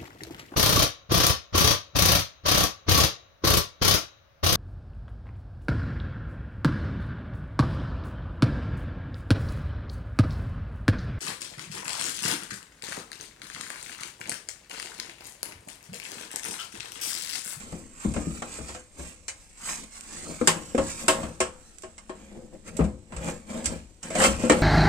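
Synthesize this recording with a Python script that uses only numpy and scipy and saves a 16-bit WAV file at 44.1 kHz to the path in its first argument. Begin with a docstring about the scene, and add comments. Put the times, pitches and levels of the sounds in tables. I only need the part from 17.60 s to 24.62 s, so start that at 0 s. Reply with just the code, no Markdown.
"""A small tiled workshop, two small microphones close to a heavy concrete block in a sheet-metal frame.
First a gloved hand rubs over the block and works it loose with light knocks. Near 3 s come harder blows,
each ringing the frame: a low boom, short panel modes, a gritty crack and a brief room tail. From about
4.5 s the block drags out, groaning and grating, and hard pushes make one panel mode sing. The hardest
knock falls near 6.9 s. Crumbs snap now and then; each microphone has a resonance in the high treble."""
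import sys
import numpy as np
from scipy import signal
from scipy.fft import irfft, next_fast_len
from scipy.io import wavfile
from scipy.ndimage import uniform_filter1d

SR = 44100
rng = np.random.default_rng(int(sys.argv[2]) if len(sys.argv) > 2 else 0)


def store_pcm(level_fs):
    """Save levels as 16-bit WAV."""
    pcm = np.round(np.clip(level_fs, -1, 1) * 32767).astype(np.int16)
    wavfile.write(sys.argv[1], SR, np.atleast_2d(pcm).T)


N = 309582

# modes of the sheet-metal frame: (frequency [Hz], level [dB], t60 [s])
FRAME_MODES = [(65.5, 6, .45), (167, 0, .5), (207, -1, .35), (234, 4, .32), (300, -1, .25), (331, -1, .25),
               (370, 0, .22), (443, -3, .25), (480, -4, .13), (506, 0, .42), (540, 3, .36), (610, -3, .22),
               (646, 0, .28), (725, -3, .22), (826, -2, .3), (935, -2, .26), (1045, 0, .2), (1081, 2, .25),
               (1147, -2, .22), (1240, 0, .17), (1315, -1, .2), (1361, 1, .19), (1583, -3, .24),
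               (1647, -4, .14), (1833, 0, .13), (2120, 0, .2), (2345, -2, .17), (2655, -1, .2),
               (2945, -3, .22), (3870, -3, .22), (4533, -4, .23), (5033, -4, .2)]
# likeness of the sound at the two microphones: (frequency [Hz], coherence [0-1])
MIC_COHERENCE = [(60, .995), (200, .97), (350, .88), (640, .5), (1400, .05)]


def knocks(pan_scale=0.39, burst_t60=0.072, pivot_hz=775, bright_above_db=-27):
    """The block strikes the frame: soft blows only boom; hard corners of stone also clank and crack."""
    # (time [s], strength [dB], tilt [dB/octave], boom [dB], left lean [dB before pan_scale],
    # ring length [factor], modes struck hardest as (frequency [Hz], level [dB]))
    blows = [(0.124, -41.5, -5.5, -45.5, 3, 0.49, [(167, -29)]),
             (0.449, -36.5, -11.5, -30.5, -3, 0.48, [(207, -15.5), (234, -15)]),
             (0.541, -41, -1.5, -56, 3, 0.91, []), (0.563, -29, -5.5, -37.5, 3, 0.38, [(370, -22),
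             (234, -42)]), (0.67, -50, -17.5, -39.5, -3, 0.28, [(167, -23.5), (234, -26)]),
             (0.82, -35.5, -2.5, -53, -1, 0.39, [(725, -30.5), (1147, -31.5), (1833, -33)]),
             (0.986, -42, -5, -42, 2, 0.6, [(450, -36.5)]), (1.089, -42, -2.5, -58, -2, 0.57, [(935, -42)]),
             (1.147, -43.5, -1.5, -63.5, 4, 0.5, [(506, -38), (725, -38.5)]),
             (1.394, -46.5, -6, -43.5, -1, 0.68, []), (1.681, -45, 3, -71.5, 10, 0.58, [(2120, -39.5),
             (2345, -35), (2945, -37.5)]), (2.089, -43.5, -0.5, -73.5, 3, 0.21, [(1081, -27), (1833, -21),
             (2345, -24)]), (2.812, -30, -5.5, -43, 7, 0.33, [(234, -15), (506, -23.5), (480, -9),
             (1361, -30)]), (2.873, -23.5, 1.72, -80, 10, 0.64, [(167, -24.5), (370, -20.5), (826, -23),
             (1045, -17), (1081, -22), (1583, -29), (1833, -16), (2945, -40), (3870, -29), (4533, -32),
             (5033, -37)]), (3.147, -29, -6.5, -60, -9, 0.23, [(480, -4), (234, -12.5), (540, -16)]),
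             (3.178, -25, -4.5, -36.5, 0, 0.57, [(540, -15), (826, -26.5), (1315, -27.5), (234, -33)]),
             (3.481, -21, 0, -42.5, 4.5, 0.82, [(300, -24), (370, -18.5), (646, -17), (1081, -17.5),
             (1045, -21), (540, -19.5), (935, -20), (1315, -30), (2120, -33), (2655, -31), (3870, -34),
             (5033, -35)]), (3.632, -36.5, -3.5, -39.5, 4, 0.61, [(646, -29), (1147, -36)]),
             (3.803, -27, -0.22, -44.5, 3, 0.67, [(370, -16), (646, -22.5), (506, -24), (1081, -25.5),
             (1315, -28), (1647, -40), (2120, -29)]), (4.234, -45, -1.5, -56.5, 2, 0.65, [(370, -30.5),
             (646, -36), (1081, -41.5)]), (4.38, -53, 1, -75, -4, 0.36, [(2120, -40)]),
             (4.494, -39, -4.5, -77, 3, 0.56, [(370, -30.5), (646, -35), (1081, -35)]),
             (5.191, -27.5, -9, -33.5, -3, 0.58, [(450, -16.5), (1240, -32)]),
             (5.205, -27.5, -8, -29.5, 1, 0.46, [(65.5, -19), (167, -12)]),
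             (5.241, -43.5, -2, -47, 10, 0.61, [(207, -18)]), (5.521, -41.5, -4.5, -44, -4, 0.49, []),
             (5.564, -45.5, 0.15, -37.5, -4, 0.57, []), (6.043, -49, 3, -50, 5, 0.64, []),
             (6.057, -44.5, 5, -34.5, -3, 0.52, []), (6.429, -49, 2, -75, 0, 0.7, []),
             (6.503, -36.5, -1.9, -49, 3, 1, [(646, -32)]), (6.552, -32, -1, -65, -5, 0.66, [(725, -22.5),
             (610, -19.5)]), (6.618, -25, -1, -58, 2, 0.68, [(1147, -23.5)]),
             (6.639, -24, 0, -49, 9, 0.58, [(540, -15), (1361, -20), (2120, -20)]),
             (6.651, -31, -0.5, -55, 8, 0.61, [(2655, -21)]), (6.675, -36.5, -10, -33, 4, 0.93, [(207, -25),
             (540, -20)]), (6.836, -29, -6, -55, 4, 0.78, [(234, -15.5), (506, -20.5)]),
             (6.897, -15.5, -3, -38.5, -3.5, 0.48, [(506, -14), (450, -10.5), (300, -10.5), (1833, -12.5),
             (2345, -16)]), (6.919, -25.5, -1.5, -37.5, 6, 0.43, [(234, -22)])]
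    # edges of five bands, boom to crack: (frequency [Hz])
    band_edges = [40, 130, 400, 1500, 4500, 15500]
    # ring by band: (trim [dB], rise [s], first burst [dB], frame t60 at ring length 1 [s],
    # room tail [dB], room t60 [s])
    band_rings = [(3.5, 0.0071, -41, 0.11, 3.5, 0.57), (-8, 0.00082, -39, 0.19, -9, 0.47),
                  (-1, 0.0011, 7, 0.64, 2.5, 0.32), (-2.5, 0.0016, -48.5, 0.23, -13.5, 0.36),
                  (3, 0.00039, 4, 0.36, -22, 0.28)]
    # clear modes over the dense cloud by band: (level at ring length 1 [dB])
    clear_modes = [2.5, 0.5, -0.5, -8.5, -16]
    out, t = np.zeros((2, N)), np.arange(2 ** 14) / SR
    edges = np.array(band_edges)
    centres = np.sqrt(edges[1:] * edges[:-1])
    for s, strength_db, tilt, boom_db, pan, length, struck_modes in blows:
        levels = np.r_[boom_db, strength_db + tilt * np.log2(centres[1:] / pivot_hz)]
        length = max(length, .2)  # stone pressed against the metal damps it, down to this limit
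        colour = np.c_[centres, levels - 10 * np.log10(np.diff(edges))]
        colour[-1, 1] = colour[-2, 1] - 4  # the crack is nearly white
        # louder knocks are given more top treble, quiet ones are dulled
        top_db = colour[-1, 1] + np.clip(levels[-1] - bright_above_db, -6, 6)
        colour = np.vstack([colour, (12000, top_db)])
        blow = panned(favoured_modes(struck_modes, length, t), db=3)
        for lo, hi, db, modes_db, band_ring in zip(edges, edges[1:], levels, clear_modes, band_rings):
            trim_db, rise, burst_db, t60, room_db, room_t60 = band_ring
            struck = gain_of(burst_db - 60 * t / burst_t60) + gain_of(-60 * t / (t60 * length))
            fade = np.hypot(struck, gain_of(room_db - 60 * t / room_t60))
            sound = frame_ring(colour, lo, hi, fade, modes_db + 20 * np.log10(length), uneven_db=3.5)
            sound *= 1 - np.exp(-t / rise)
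            blow += panned(gain_of(db + trim_db) * peaked(sound, size=400), pan_scale * pan)
        add(out, s, blow * np.minimum(10 * (1 - t / t[-1]), 1))
    return out


def favoured_modes(struck, length, t, rise_s=0.005):
    """The panel modes under the point of contact build up and ring on."""
    out = np.zeros((2, len(t)))
    for note_hz, db in struck:
        hz, _, t60 = min(FRAME_MODES, key=lambda row: abs(row[0] - note_hz))
        out += gain_of(db) * mode(hz, t60 * 0.95 * length, rng.uniform(0, 2 * np.pi), t)
    return out * (1 - np.exp(-t / rise_s))


def friction_drive(glove_grit_db=-4.5, stone_hiss_db=-1, stroke_end_db=-12):
    """How strongly the swelling strokes of glove and block groan, grate and hiss, in dB over time."""
    # glove on block: (time when fastest [s], run-up [s], run-out [s], hiss [dB], groan [dB])
    rubs = [(0.0, 0.043, 0.067, -45, -47.5), (0.16, 0.42, 0.17, -51.5, -43.5),
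            (0.441, 0.086, 0.097, -43.5, -66), (0.62, 0.17, 0.1, -46.5, -38),
            (0.77, 0.28, 0.074, -46.5, -47), (0.96, 0.15, 0.089, -42.5, -46),
            (1.099, 0.097, 0.095, -45, -51.5), (1.151, 0.021, 0.088, -49.5, -59),
            (1.398, 0.03, 0.1, -47.5, -42.5), (1.48, 0.12, 0.094, -48, -54.5),
            (1.83, 0.29, 0.27, -58.5, -80), (2.101, 0.078, 0.095, -33.5, -45.5),
            (2.235, 0.072, 0.053, -52, -44), (2.367, 0.066, 0.046, -46.5, -70),
            (2.54, 0.14, 1, -44.5, -47.5), (2.70, 0.059, 0.095, -48.5, -35),
            (3.307, 0.12, 0.077, -38.5, -63), (3.401, 0.042, 0.092, -40, -51), (4.08, 0.2, 0.21, -61, -59)]
    # block on frame: (time when fastest [s], run-up [s], run-out [s], groan [dB], grit [dB])
    drags = [(2.99, 0.1, 0.065, -38, -66), (3.23, 0.17, 0.041, -40, -66), (3.445, 0.022, 0.015, -34, -60),
             (3.639, 0.21, 0.093, -32, -47), (4.611, 0.16, 0.19, -46.5, -59),
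             (4.77, 0.097, 0.13, -39.5, -66), (4.937, 0.019, 0.053, -39.5, -63),
             (5.085, 0.024, 0.026, -38.5, -45), (5.21, 0.11, 0.081, -34.5, -54),
             (5.55, 0.032, 0.025, -41.5, -53.5), (5.67, 0.091, 0.1, -30, -43.5),
             (5.687, 0.013, 0.037, -30.5, -40), (5.905, 0.029, 0.1, -37, -47.5),
             (5.97, 0.08, 0.16, -31.5, -47), (6.118, 0.053, 0.085, -33, -47),
             (6.449, 0.018, 0.12, -39, -46.5), (6.606, 0.046, 0.12, -22.5, -27.5),
             (6.647, 0.04, 0.037, -28, -23), (6.82, 0.046, 0.5, -31, -40.5), (6.97, 0.19, 0.34, -30, -46)]
    # faint friction of holding the block still: (groan [dB], grit [dB], hiss [dB])
    holding = (-64, -75, -68)
    t = np.arange(0, N, 64) / SR
    strokes = [(s, up, out, groan, hiss + glove_grit_db, hiss) for s, up, out, hiss, groan in rubs]
    strokes += [(s, up, out, groan, grit, grit + stone_hiss_db) for s, up, out, groan, grit in drags]
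    power = gain_of(holding)[:, None] ** 2
    for s, run_up, run_out, *levels in strokes:
        swell_db = stroke_end_db * np.maximum((s - t) / run_up, (t - s) / run_out) ** 1.19
        power = power + gain_of(np.add.outer(levels, swell_db)) ** 2
    curves_db = [np.interp(np.arange(N) / SR, t, 10 * np.log10(p)) for p in power]
    return dict(zip(("groan", "grit", "hiss"), curves_db))


def sliding(drive, light_touch_db=-45):
    """Friction groans, grates and hisses while stone or glove moves."""
    # friction bands: (low edge [Hz], high edge [Hz], drive [name])
    bands = [(25, 130, "groan"), (130, 430, "groan"), (430, 700, "groan"), (700, 4000, "grit"),
             (4000, 10000, "hiss"), (10000, 15500, "hiss")]
    # texture by band: (trim [dB], growth [dB/dB], slip rate [1/s], spread of slip size [dB], t60 [s],
    # clear modes [dB], judder [dB])
    textures = [(-8.5, 0.31, 710, 1.5, 0.12, -4.5, 2), (-3.5, 1, 550, 1, 0.11, -3, 2.5),
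                (-15, 1.3663, 700, 3, 0.025, 0.5, -0.5), (-1, 1, 800, 0.5, 0.023, -9, 0),
                (0, 1, 2200, 2.5, 0.041, -30, 1.5), (-14, 1.08, 830, 3.5, 0.013, -30, 0)]
    out = np.zeros((2, N))
    judder = uniform_filter1d(uniform_filter1d(rng.standard_normal(N), size=500), size=300)
    judder = np.tanh(judder / judder.std())  # the surface catches and lets go
    for (lo, hi, name), texture in zip(bands, textures):
        trim_db, growth, per_s, spread_db, t60, modes_db, judder_db = texture
        level_db = light_touch_db + growth * (drive[name] - light_touch_db)  # pushing harder brightens
        size = 2 ** 15 if hi < 1000 else 2 ** 13  # short waves change sooner as the contact moves
        scrape = stick_slip(lo, hi, per_s, spread_db, t60, modes_db, size)
        out += scrape * gain_of(level_db + trim_db + judder_db * judder)
    return out


def stick_slip(lo, hi, per_s, spread_db, t60, modes_db, size):
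    """Slips of uneven size ring the frame; the point of contact, and so the response, keeps moving."""
    # colour of friction: (frequency [Hz], spectral density [dB])
    colour = [(25, 31), (45, -2.5), (66, 8), (90, 15.5), (125, -4), (170, -4.5), (250, -6.5), (400, -18.5),
              (550, -8.5), (850, -9.5), (1750, -10.5), (2450, -11.5), (3600, -16.5), (9000, -18.5),
              (15000, -9.5)]
    out, t = np.zeros((2, N + size)), np.arange(size // 4) / SR
    window = np.sin(np.pi * np.arange(size) / size)
    fade = gain_of(-60 * t / t60)
    for start in range(0, N + size // 2, size // 2):
        sizes = gain_of(spread_db * np.minimum(rng.exponential(1, size), 5)) * rng.choice([-1, 1], size)
        slips = window * sizes * (rng.random(size) < per_s / SR)
        # a sliding contact damps the highest clear modes
        response = frame_ring(colour, lo, hi, fade, modes_db, uneven_db=2.2, top_mode_hz=2200)
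        add(out, start / SR, signal.fftconvolve(slips[None], response, axes=1))
    return steadied(out[:, size // 2:][:, :N])


def singing(groan_db, hz=537, width_hz=31, level_db=-29.5, hard_push_db=-25):
    """Hard dragging keeps one panel mode sounding as a rough note, growing 2 dB per dB of groan."""
    t60 = np.log(1000) / (np.pi * width_hz)
    response = mode(hz, t60, 0, np.arange(2 ** 13) / SR)
    note = signal.oaconvolve(rng.standard_normal((1, N)), response, axes=1)[:, :N]
    return panned(steadied(note) * gain_of(level_db + 2 * (groan_db - hard_push_db)), db=2)


def frame_ring(colour, lo, hi, fade, modes_db, uneven_db, top_mode_hz=np.inf):
    """The frame's answer to one impulse: a dense, uneven cloud of short resonances plus clear modes."""
    cloud = diffuse(colour, lo, hi, len(fade), clustered=True, uneven_db=uneven_db) * fade
    clear = contact_modes(colour, lo, min(hi, top_mode_hz), np.arange(len(fade)) / SR)
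    return evened(cloud) + gain_of(modes_db) * evened(clear)


def contact_modes(colour, lo, hi, t, swing_db=3.5, detune=.011):
    """The frame's modes in a band: each contact excites them differently, and its weight detunes them."""
    out = np.zeros((2, len(t)))
    for hz, db, t60 in FRAME_MODES:
        if lo <= hz < hi:
            turn, swing, load = rng.uniform(-1, 1, size=3)
            strength = gain_of(db + read(colour, hz) + swing_db * swing)
            out += strength * mode(hz * (1 + detune * load), t60, np.pi * turn, t)
    return out


def mode(hz, t60, phase, t):
    """One dying mode; the higher it is, the more its phase differs between the microphones."""
    same = np.clip(read(MIC_COHERENCE, hz), 0, 1)
    apart = np.arccos(same) * (1 + 2 * (1 - same) * rng.uniform(-0.65, 0))
    return gain_of(-60 * t / t60) * np.sin(2 * np.pi * hz * t + np.array([[phase], [phase + apart]]))


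def clustering_db(hz, depth_db=8, half_width_hz=9, widening=.012):
    """The frame answers most near its modes and less between them; in the treble they merge."""
    grid, centres = np.geomspace(150, 3000, 500), np.array(FRAME_MODES)[:, :1]
    near = np.exp(-((grid - centres) / (half_width_hz + widening * centres)) ** 2).max(0)
    taper = np.cos(np.pi / 2 * grid / grid[-1]) ** 2
    return np.interp(hz, grid, depth_db * (near - near.mean()) * taper, left=0, right=0)


def patchiness(hz, patch_hz=260):
    """Each point of contact favours its own random patches of the panel's clanking range."""
    grid = np.arange(0, SR / 2, patch_hz)
    hills = np.sqrt(2) * np.sin(2 * np.pi * rng.random(len(grid)))
    return np.interp(hz, grid, hills) * band(hz, lo=800, hi=5500, order=2)


def crumbs(room_db=-20, room_t60=1.0):
    """Single crumbs snap close to the microphones: a dry click with a faint room tail."""
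    # (time [s], level [dB], left lean [dB], t60 [s])
    snaps = [(.122, -44, 0, .015), (.539, -35, 0, .05), (2.409, -36, -6, .01), (4.184, -44, -6, .02),
             (4.222, -44, -4, .03), (5.168, -35, -3, .07), (5.645, -39, 0, .015)]
    out, t = np.zeros((2, N)), np.arange(2 ** 13) / SR
    for s, db, pan, t60 in snaps:
        fade = gain_of(-60 * t / t60) + gain_of(room_db - 60 * t / room_t60)
        click = diffuse([(1500, 0.52), (12000, 14)], 1200, 15000, len(t)) * fade
        add(out, s, panned(gain_of(db) * peaked(click, size=100), pan))
    return out


def room_tone(level_db=-65.5):
    """The quiet workshop: a low rumble and faint hiss from all round."""
    # (frequency [Hz], spectral density [dB])
    colour = [(25, -22), (55, 1), (100, -6), (200, -16), (500, -15), (1200, -40), (4000, -26), (15000, -34)]
    return gain_of(level_db) * diffuse(colour, 20, 16000, next_fast_len(N))[:, :N]


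def diffuse(colour, lo, hi, size, clustered=False, uneven_db=0):
    """A diffuse field at the two microphones: alike in the bass, unrelated in the treble."""
    # response of the microphones: (frequency [Hz], left [dB], right [dB])
    mic_response = [(100, -4, -12.5), (450, 2.5, -2.5), (2080, 5, 6), (2540, 5.5, 7), (3440, 0.5, 1.5),
                    (4700, -2.5, -1), (6130, -2.5, 4), (7070, 4, 7), (7680, 1.5, 15.5), (8650, 8.5, 4.5),
                    (9530, -4.5, -2.5), (10050, -11, -13.5), (15300, -24.5, -22)]
    # dips between the frame's groups of modes: (frequency [Hz], width [octaves], level [dB])
    gaps = [(131, 0.48, -9.5), (420, 0.12, -5)]
    hz = np.fft.rfftfreq(size, 1 / SR)
    shared, separate = np.exp(2j * np.pi * rng.random((2, len(hz))))
    same = np.clip(read(MIC_COHERENCE, hz), 0, 1)
    left = shared * gain_of(read(mic_response, hz, axis=1))
    right = (same * shared + np.sqrt(1 - same ** 2) * separate) * gain_of(read(mic_response, hz, axis=2))
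    shape_db = sum(db * np.exp(-(np.log2((hz + 1) / at) / width) ** 2) for at, width, db in gaps)
    if clustered:
        shape_db = shape_db + clustering_db(hz) + uneven_db * patchiness(hz)
    spectrum = np.array([left, right]) * gain_of(read(colour, hz) + shape_db) * band(hz, lo, hi)
    return evened(irfft(spectrum, size))


def gain_of(db):
    """Decibels to amplitude."""
    return np.exp(np.asarray(db) * (np.log(10) / 20))


def read(points, hz, axis=1):
    """A column of a table along log frequency."""
    table = np.array(points, float)
    return np.interp(np.log(hz + 1), np.log(table[:, 0] + 1), table[:, axis])


def band(hz, lo, hi, order=6):
    """Gain of a soft-edged pass band."""
    return 1 / np.sqrt((1 + (lo / (hz + 0.00102)) ** (2 * order)) * (1 + (hz / hi) ** (2 * order)))


def add(mix, s, sound):
    """Mixes a stereo sound in at time s."""
    part = mix[:, max(round(s * SR), 0):][:, :sound.shape[1]]
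    part += sound[:, :part.shape[1]]


def panned(x, db):
    """Leans a sound to the left by db."""
    return x * gain_of([[db / 2], [-db / 2]])


def evened(x):
    """Scales a stereo sound so that its mid signal has rms 1."""
    return x / np.sqrt(np.mean(x.mean(0) ** 2) + 1e-30)


def peaked(x, size):
    """Scales a stereo sound so that its loudest stretch has rms 1."""
    return x / np.sqrt(uniform_filter1d(x.mean(0) ** 2, size).max() + 1e-30)


def steadied(x):
    """Holds the slow level at rms 1 and keeps the grain."""
    return x / np.sqrt(abs(uniform_filter1d(x.mean(0) ** 2, size=3000)) + 1e-12)


def scene():
    """Close knocks, scraping and crumbs over the quiet workshop."""
    drive = friction_drive()
    room = room_tone()
    return knocks() + sliding(drive) + singing(drive["groan"]) + crumbs() + room


def record(dry):
    """The recorder's band limit at 15550 Hz."""
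    lowpass = signal.firwin(511, 15550, window=("kaiser", 9), fs=SR)
    return signal.oaconvolve(dry, lowpass[None], "same")


dry = scene()
out = record(dry)
store_pcm(out)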